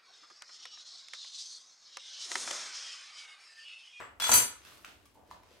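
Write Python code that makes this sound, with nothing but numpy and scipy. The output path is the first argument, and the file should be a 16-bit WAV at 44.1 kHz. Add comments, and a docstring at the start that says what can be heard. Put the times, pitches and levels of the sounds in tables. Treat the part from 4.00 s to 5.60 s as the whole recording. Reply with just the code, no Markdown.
"""In a small hard-walled kitchen, an artichoke rolls to rest and a steel knife is put down on a
wooden table. The tip touches and skids, the handle knocks, and the blade clatters flat: each impact
excites the normal modes of steel and wood. Two hands then gather a heap of stiff artichoke leaves,
which rustle, crackle and rub by stick-slip friction and snap as they spring free.
The walls add a short reverberation, and a low rumble lies under it all."""
import sys
import numpy as np
from scipy import signal
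from scipy.fft import rfft, irfft
from scipy.io import wavfile
from scipy.ndimage import uniform_filter1d

SR = 44100
rng = np.random.default_rng(int(sys.argv[2]) if len(sys.argv) > 2 else 0)


def generate_wav(sig):
    """Save sig (samples, or channels by samples) to the path in sys.argv[1] as 16-bit PCM at SR."""
    pcm = np.round(np.clip(np.atleast_2d(sig).T, -1, 1) * 32767).astype(np.int16)
    wavfile.write(sys.argv[1], SR, pcm)


N = 70560
T = np.arange(N) / SR

# envelopes of the friction sounds (time [s], level [dB])
ROLL_ENVELOPE = [(0, -43), (.04, -53.5), (.09, -63), (.18, -83)]
RUSTLE_ENVELOPE = [(0, -57), (.12, -91), (.63, -64), (.665, -57.5), (.74, -62.5), (.82, -69.5), (.88, -58),
                   (.95, -71), (1.1, -77.5), (1.24, -81.5), (1.33, -64), (1.4, -77), (1.47, -69.5),
                   (1.53, -64), (1.6, -73.5)]
CRACKLE_ENVELOPE = [(0, -88), (.62, -78.5), (.68, -69), (.74, -66), (.78, -75), (.82, -72), (.9, -73.5),
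                    (1.0, -81), (1.15, -83), (1.25, -87), (1.6, -80.5)]
RUB_ENVELOPE = [(.15, -69.5), (.55, -96), (.72, -65.5), (.8, -70), (.9, -67), (1.12, -80), (1.18, -63.5),
                (1.28, -65.5), (1.34, -61), (1.42, -69.5), (1.52, -68.5), (1.6, -69)]
# spectra of the friction sounds (frequency [Hz], relative level [dB])
ROLL_SPECTRUM = [(100, -11.5), (400, -4), (800, -1), (1250, 0), (2000, -5), (3000, -11), (4200, -25.5),
                 (12000, -35.5)]
RUSTLE_SPECTRUM = [(200, -1.5), (700, 1), (1500, 3.5), (3000, 2.5), (5000, -0.5), (8000, -7.5),
                   (12000, -16), (16000, -21)]
CRACKLE_SPECTRUM = [(2000, -31.5), (6000, -4.5), (10000, -2), (13500, -2), (16000, -8.5)]
RUB_SPECTRUM = [(60, -7.5), (220, 2.5), (400, -1.5), (650, 4.5), (950, -2.5), (1400, -14.5), (4000, -29.5)]
# impacts of knife on table (time [s], ring gain [dB], centre of excitation [Hz],
# half-width of excitation [octaves], clack gain [dB], knock gain [dB], thump gain [dB])
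IMPACTS = [(0.0, -55, 7900, .08, -67, -44.5, -55.5), (.1995, -45, 5000, 1.3, -29, -31, -48.5),
           (.2212, -38, 5000, 1.3, -30, -30, -51), (.2408, -32, 4640, .5, -28, -32, -59.5),
           (.2675, -39.5, 5870, 0.95, -30, -28.5, -58.5), (.283, -35.5, 9300, .6, -32, -38.5, -60.5),
           (.2925, -29, 7140, 0.49, -29.5, -16.5, -34), (.3162, -20, 6510, 0.48, -24, -20, -38),
           (.3225, -26, 7000, 0.17, -26, -20.5, -48.5), (.3330, -21.5, 6200, 0.53, -28.5, -30, -38.5),
           (.3385, -21.5, 12000, 0.63, -24, -29, -41), (.3425, -19, 8470, 0.25, -32, -30, -38),
           (.349, -26.5, 8910, 0.88, -33, -32.5, -44), (.361, -20, 6100, 0.25, -29.5, -31, -43.5),
           (.3765, -16, 9070, 0.27, -32, -40.5, -41.5), (.399, -36.5, 9100, 0.54, -32, -36.5, -48)]
# blade modes, one list per column (frequency [Hz], relative level [dB], T60 before settling [s])
BLADE_HZ = [3397, 3580, 4115, 4648, 6071, 6095, 6251, 6546, 7213, 7531, 7876, 8624, 8760, 8797, 9474, 10337,
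            10658, 11000, 12265, 12480, 12700, 12940, 14180, 14447, 15100]
BLADE_DB = [-7, -16, -7.5, -10, -4.5, -1, -4, -10, -8, -2.5, -6.5, -11.5, -7, -6, -2.5, -6, -5.5, -8, -0.5,
            -7, -5.5, -3, -5.5, -2, -5]
BLADE_T60_S = [.15, .08, .09, .19, .16, 0.11, 0.19, .12, 0.13, .2, .21, 0.1, 0.16, 0.15, .12, .17, 0.25,
               0.11, .15, 0.12, 0.066, 0.12, .11, .15, .11]
# modes of the table top (frequency [Hz], relative level [dB], T60 [s])
TABLE_MODES = [(482, -19.5, .06), (689, -7, 0.035), (906, -2, .04), (993.3, 1, .03), (1367, 0, .04),
               (1620, -3, 0.024), (2120, -9, .015)]
# blade modes driven by the skidding tip (frequency [Hz], relative level [dB])
SKID_MODES = [(3397, -26), (4115, -37), (6095, -40), (8624, -46), (10337, -46)]
# leaves snap and tap (time [s], tone level [dB], frequency [Hz], T60 [s], crack level [dB])
SNAPS = [(.003, -49, 1294, 0.035, -47.5), (.022, -43, 1912, 0.011, -71.5), (.0255, -37, 1236, 0.0084, -60),
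         (.04, -44.5, 1206, 0.019, -70), (.565, -50, 1260, 0.012, -68), (.6495, -52, 2710, 0.0074, -43.5),
         (.668, -62, 3500, .008, -54), (.722, -50, 1150, 0.013, -68), (.793, -56, 1248, 0.009, -63),
         (.8455, -39, 1373, 0.0057, -60), (.847, -36, 2530, 0.0023, -38.5),
         (1.056, -58.5, 1156, 0.022, -66), (1.06, -61, 2304, 0.012, -78), (1.154, -56.5, 910, 0.031, -72),
         (1.173, -51.5, 857, 0.024, -70), (1.3045, -64, 2590, .008, -53.5),
         (1.3115, -36.5, 1021, .011, -44.5), (1.433, -55, 1000, .025, -52.5),
         (1.512, -54.5, 510, 0.03, -64), (1.569, -62, 640, 0.016, -58)]
# leaf edges flick past a finger (time [s], level [dB])
FLICKS = [(0.648, -52), (0.776, -52.5), (.849, -55), (1.054, -51.5), (1.144, -58.5), (1.274, -63),
          (1.315, -57.5), (1.566, -66.5)]
# bright clack with a notched, uneven treble (frequency [Hz], relative level [dB])
NOTCHED_CLACK = [(300, -23.5), (1200, 5), (2500, 3), (4200, 2.5), (5200, 0), (6200, -7.5), (6900, -7.5),
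                 (7700, -2), (9300, -10), (9900, -15), (10600, -9), (11600, -13.5), (12600, -3),
                 (13600, -15.5), (14400, -7), (16000, -22.5)]
# spectra of the low thump, the crack and the flick (frequency [Hz], relative level [dB])
THUMP_SPECTRUM = [(25, -24), (55, -1.5), (80, -1), (120, 8.5), (165, -14), (225, 4), (320, -1.5),
                  (450, -1.5), (800, -10), (2000, -40.5)]
CRACK_SPECTRUM = [(400, -4.5), (1500, 11.5), (3000, 4.5), (6500, 0), (10000, -5), (16000, -9.5)]
FLICK_SPECTRUM = [(1000, -22), (2500, 0), (6000, -0.5), (10000, -0.5), (16000, -8)]
# spectra of the background rumble and the reverberation (frequency [Hz], relative level [dB])
RUMBLE_SPECTRUM = [(20, -34.5), (38, -11.5), (58, 1.5), (90, 2), (170, -14), (300, -5), (700, -21.5),
                   (1600, -28), (6000, -33), (12000, -40), (16000, -50)]
ROOM_SPECTRUM = [(100, -13), (500, -4), (1500, 0.5), (5000, 0.5), (15000, 0)]
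# reverberation time of the kitchen (frequency [Hz], T60 [s])
ROOM_T60 = [(100, .4), (400, .48), (1000, 0.39), (2800, 0.38), (7000, 0.31), (15000, 0.24)]


def amp(db):
    """Amplitude ratio of a level in decibels."""
    return 10 ** (np.asarray(db) / 20)


def unit(x):
    """Normalisation to rms 1."""
    return x / np.sqrt(np.mean(x ** 2) + 1e-20)


def read(points, hz):
    """Interpolation on a log-frequency axis."""
    f, value = np.transpose(points)
    return np.interp(np.log(hz + 1), np.log(f + 1), value)


def colour(x, spectrum):
    """Spectral shaping, at rms 1."""
    size = x.shape[-1]
    gain = amp(read(spectrum, np.fft.rfftfreq(size, 1 / SR)))
    return unit(irfft(rfft(x) * gain, size))


def stereo_noise(width, size):
    """Partial coherence: two noises with a shared middle and an opposed side."""
    mid, side = rng.standard_normal((2, size))
    return unit(np.array([mid + width * side, mid - width * side]))


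def decay(t, t60):
    """Exponential damping by 60 dB in t60 seconds."""
    return np.exp(-np.log(1000) * t / np.maximum(t60, 1e-3))


def add(mix, onset_s, sound):
    """Superposition of a sound on the mix."""
    part = mix[:, max(round(onset_s * SR), 0):][:, :sound.shape[-1]]
    part += sound[..., :part.shape[1]]


def burst(spectrum, t60, rise_s):
    """Damped transient: shaped noise that rises quickly and decays exponentially."""
    t = T[:SR // 4]
    noise = colour(stereo_noise(width=.69, size=len(t)), spectrum)
    return noise * decay(t, t60) * (1 - np.exp(-t / rise_s))


def friction(envelope, spectrum, slips_per_s=2500, spread_db=3.5):
    """Stick-slip friction: tiny random impulses of uneven size, scattered from left to right."""
    size = amp(spread_db * np.minimum(rng.exponential(1, N), 4)) * rng.choice([-1, 1], N)
    slips = size * (rng.random(N) < slips_per_s / SR)
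    pan = rng.uniform(.05, 1, N)
    level_db = np.interp(T, *np.transpose(envelope))
    return colour(slips * np.array([pan, 1 - pan]), spectrum) * amp(level_db)


def artichoke_roll():
    """Rolling noise: small contacts die away as the artichoke comes to rest."""
    return friction(ROLL_ENVELOPE, ROLL_SPECTRUM)


def leaf_rustle():
    """Sliding friction: leaf rustles over leaf, and the dry tips crackle in the treble."""
    return friction(RUSTLE_ENVELOPE, RUSTLE_SPECTRUM) + friction(CRACKLE_ENVELOPE, CRACKLE_SPECTRUM)


def blade_ring(chatter_depth=.35, chatter_hz=60.03, settle_s=.34, stereo_phase_rad=1.8):
    """Free vibration: each impact excites the blade's modes, weighted by the spot that is struck."""
    onset_s, ring_db, centre_hz, octaves = np.transpose(IMPACTS)[:4]
    onsets = np.round(onset_s * SR).astype(int)
    out, knots = np.zeros((2, N)), np.arange(2000)
    for hz, db, t60 in zip(BLADE_HZ, BLADE_DB, BLADE_T60_S):
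        scatter_db = .5 * rng.standard_normal(len(onsets))
        weight = amp(db + ring_db + scatter_db) / (1 + (np.log2(hz / centre_hz) / octaves) ** 2)
        kicks = np.zeros(N, complex)
        kicks[onsets] = weight * np.exp(2j * np.pi * rng.random(len(onsets)))
        envelope = signal.lfilter([1], [1, -decay(1 / SR, t60)], kicks)
        ring = envelope * np.exp(2j * np.pi * hz * T)
        phasors = np.exp(.5j * stereo_phase_rad * rng.choice([-1, 1]) * np.array([1, -1]))
        for channel, phasor in zip(out, phasors):
            # the loose blade buzzes on the wood, so each mode flutters
            real, imag = rng.standard_normal((2, len(knots)))
            flutter = np.interp(T * 2 * chatter_hz, knots, real + 1j * imag)
            channel += (ring * (phasor + chatter_depth * flutter)).imag
    return out * decay(np.maximum(T - settle_s, 0), t60=.38)  # lying flat, it is damped by the wood


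def table_knock(rise_s=.00056, detune=.02):
    """Impulse response of a plate: the heavily damped modes of the wooden top give a short knock."""
    hz, db, t60 = np.transpose(TABLE_MODES)[:, :, None]
    t = T[:SR // 8]
    hz = hz * (1 + detune * rng.standard_normal(hz.shape))
    phase = rng.uniform(0, np.pi, hz.shape)
    modes = amp(db) * decay(t, t60) * np.sin(2 * np.pi * hz * t + phase)
    return .5 * (1 - np.exp(-t / rise_s)) * modes.sum(0)


def knife_impacts():
    """Impact excitation: each contact clacks, knocks the top and shakes the table with a thump."""
    out = np.zeros((2, N))
    for onset_s, _, _, _, clack_db, knock_db, thump_db in IMPACTS:
        add(out, onset_s, amp(clack_db) * burst(NOTCHED_CLACK, t60=.045, rise_s=.00064))
        add(out, onset_s, amp(knock_db) * table_knock())
        add(out, onset_s, amp(thump_db) * burst(THUMP_SPECTRUM, t60=.22, rise_s=.013))
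    return out


def leaf_snaps(rise_s=.0013):
    """Elastic release: a stiff leaf springs free with a crack, and its hollow resonates briefly."""
    out, t = np.zeros((2, N)), T[:SR // 10]
    for onset_s, db, hz, t60, crack_db in SNAPS:
        envelope = (1 - np.exp(-(t / rise_s) ** 2)) * decay(t, t60)
        add(out, onset_s, amp(db) * envelope / envelope.max() * np.sin(2 * np.pi * hz * t))
        add(out, onset_s, amp(crack_db) * burst(CRACK_SPECTRUM, t60=.018, rise_s=.0009))
    return out


def heap_rub():
    """Sliding friction: the heap moves along the table with a low scrape."""
    return friction(RUB_ENVELOPE, RUB_SPECTRUM)


def tip_skid(onset_s=.203, length_s=.038, release_s=.005, roughness=.055, gain_db=-1.5):
    """Stick-slip excitation: the sliding tip drives a few blade modes, the lowest most strongly."""
    t = T - onset_s
    hz, db = np.transpose(SKID_MODES)[:, :, None]
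    swell = np.clip(t / length_s, 0, 1) ** .7
    release = np.exp(-np.maximum(t - length_s, 0) / release_s)
    grip = 1 + roughness * unit(uniform_filter1d(rng.standard_normal(N), size=40))
    modes = amp(gain_db + db) * np.sin(2 * np.pi * hz * t)
    return swell * release * grip * modes.sum(0)


def leaf_flicks():
    """Plucking: a thin leaf edge slips past a finger and radiates a bright transient."""
    out = np.zeros((2, N))
    for onset_s, db in FLICKS:
        add(out, onset_s, amp(db) * burst(FLICK_SPECTRUM, t60=.036, rise_s=.0042))
    return out


def reverberation(x, delay_s=.0035, mono_below_hz=450):
    """Diffuse field: dense reflections from hard walls; treble dies first and bass is near mono."""
    hz, t, (mid, side) = signal.stft(rng.standard_normal((2, SR * 3 // 4)), SR, nperseg=256)
    hz = hz[:, None]
    side = side * hz / np.hypot(hz, mono_below_hz)
    field = np.array([mid + side, mid - side]) * amp(read(ROOM_SPECTRUM, hz))
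    tail = signal.istft(field * decay(t, read(ROOM_T60, hz)), SR, nperseg=256)[1]
    tail *= np.clip(T[:tail.shape[1]] / delay_s - 1, 0, 1)  # reflections build up after the delay
    return signal.fftconvolve(x, tail / np.linalg.norm(tail[0]), axes=1)[:, :N]


def scene(knife_room_db=1, leaf_room_db=-1, rumble_db=-67.5):
    """Superposition of direct sound, reverberation and background rumble."""
    knife = blade_ring() + tip_skid() + knife_impacts()
    knife += amp(knife_room_db) * reverberation(knife)
    knife *= amp([[.85], [-.85]])  # slightly to the left
    leaves = leaf_snaps() + leaf_flicks() + leaf_rustle() + heap_rub() + artichoke_roll()
    rumble = amp(rumble_db) * colour(stereo_noise(width=.51, size=N), RUMBLE_SPECTRUM)
    return knife + leaves + amp(leaf_room_db) * reverberation(leaves) + rumble


def record(dry):
    """Band limiting: a linear-phase low-pass filter removes the highest treble."""
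    lowpass = signal.firwin(511, cutoff=16100, window=("kaiser", 9), fs=SR)
    return signal.oaconvolve(dry, lowpass[None], "same")


dry = scene()
out = record(dry)
generate_wav(out)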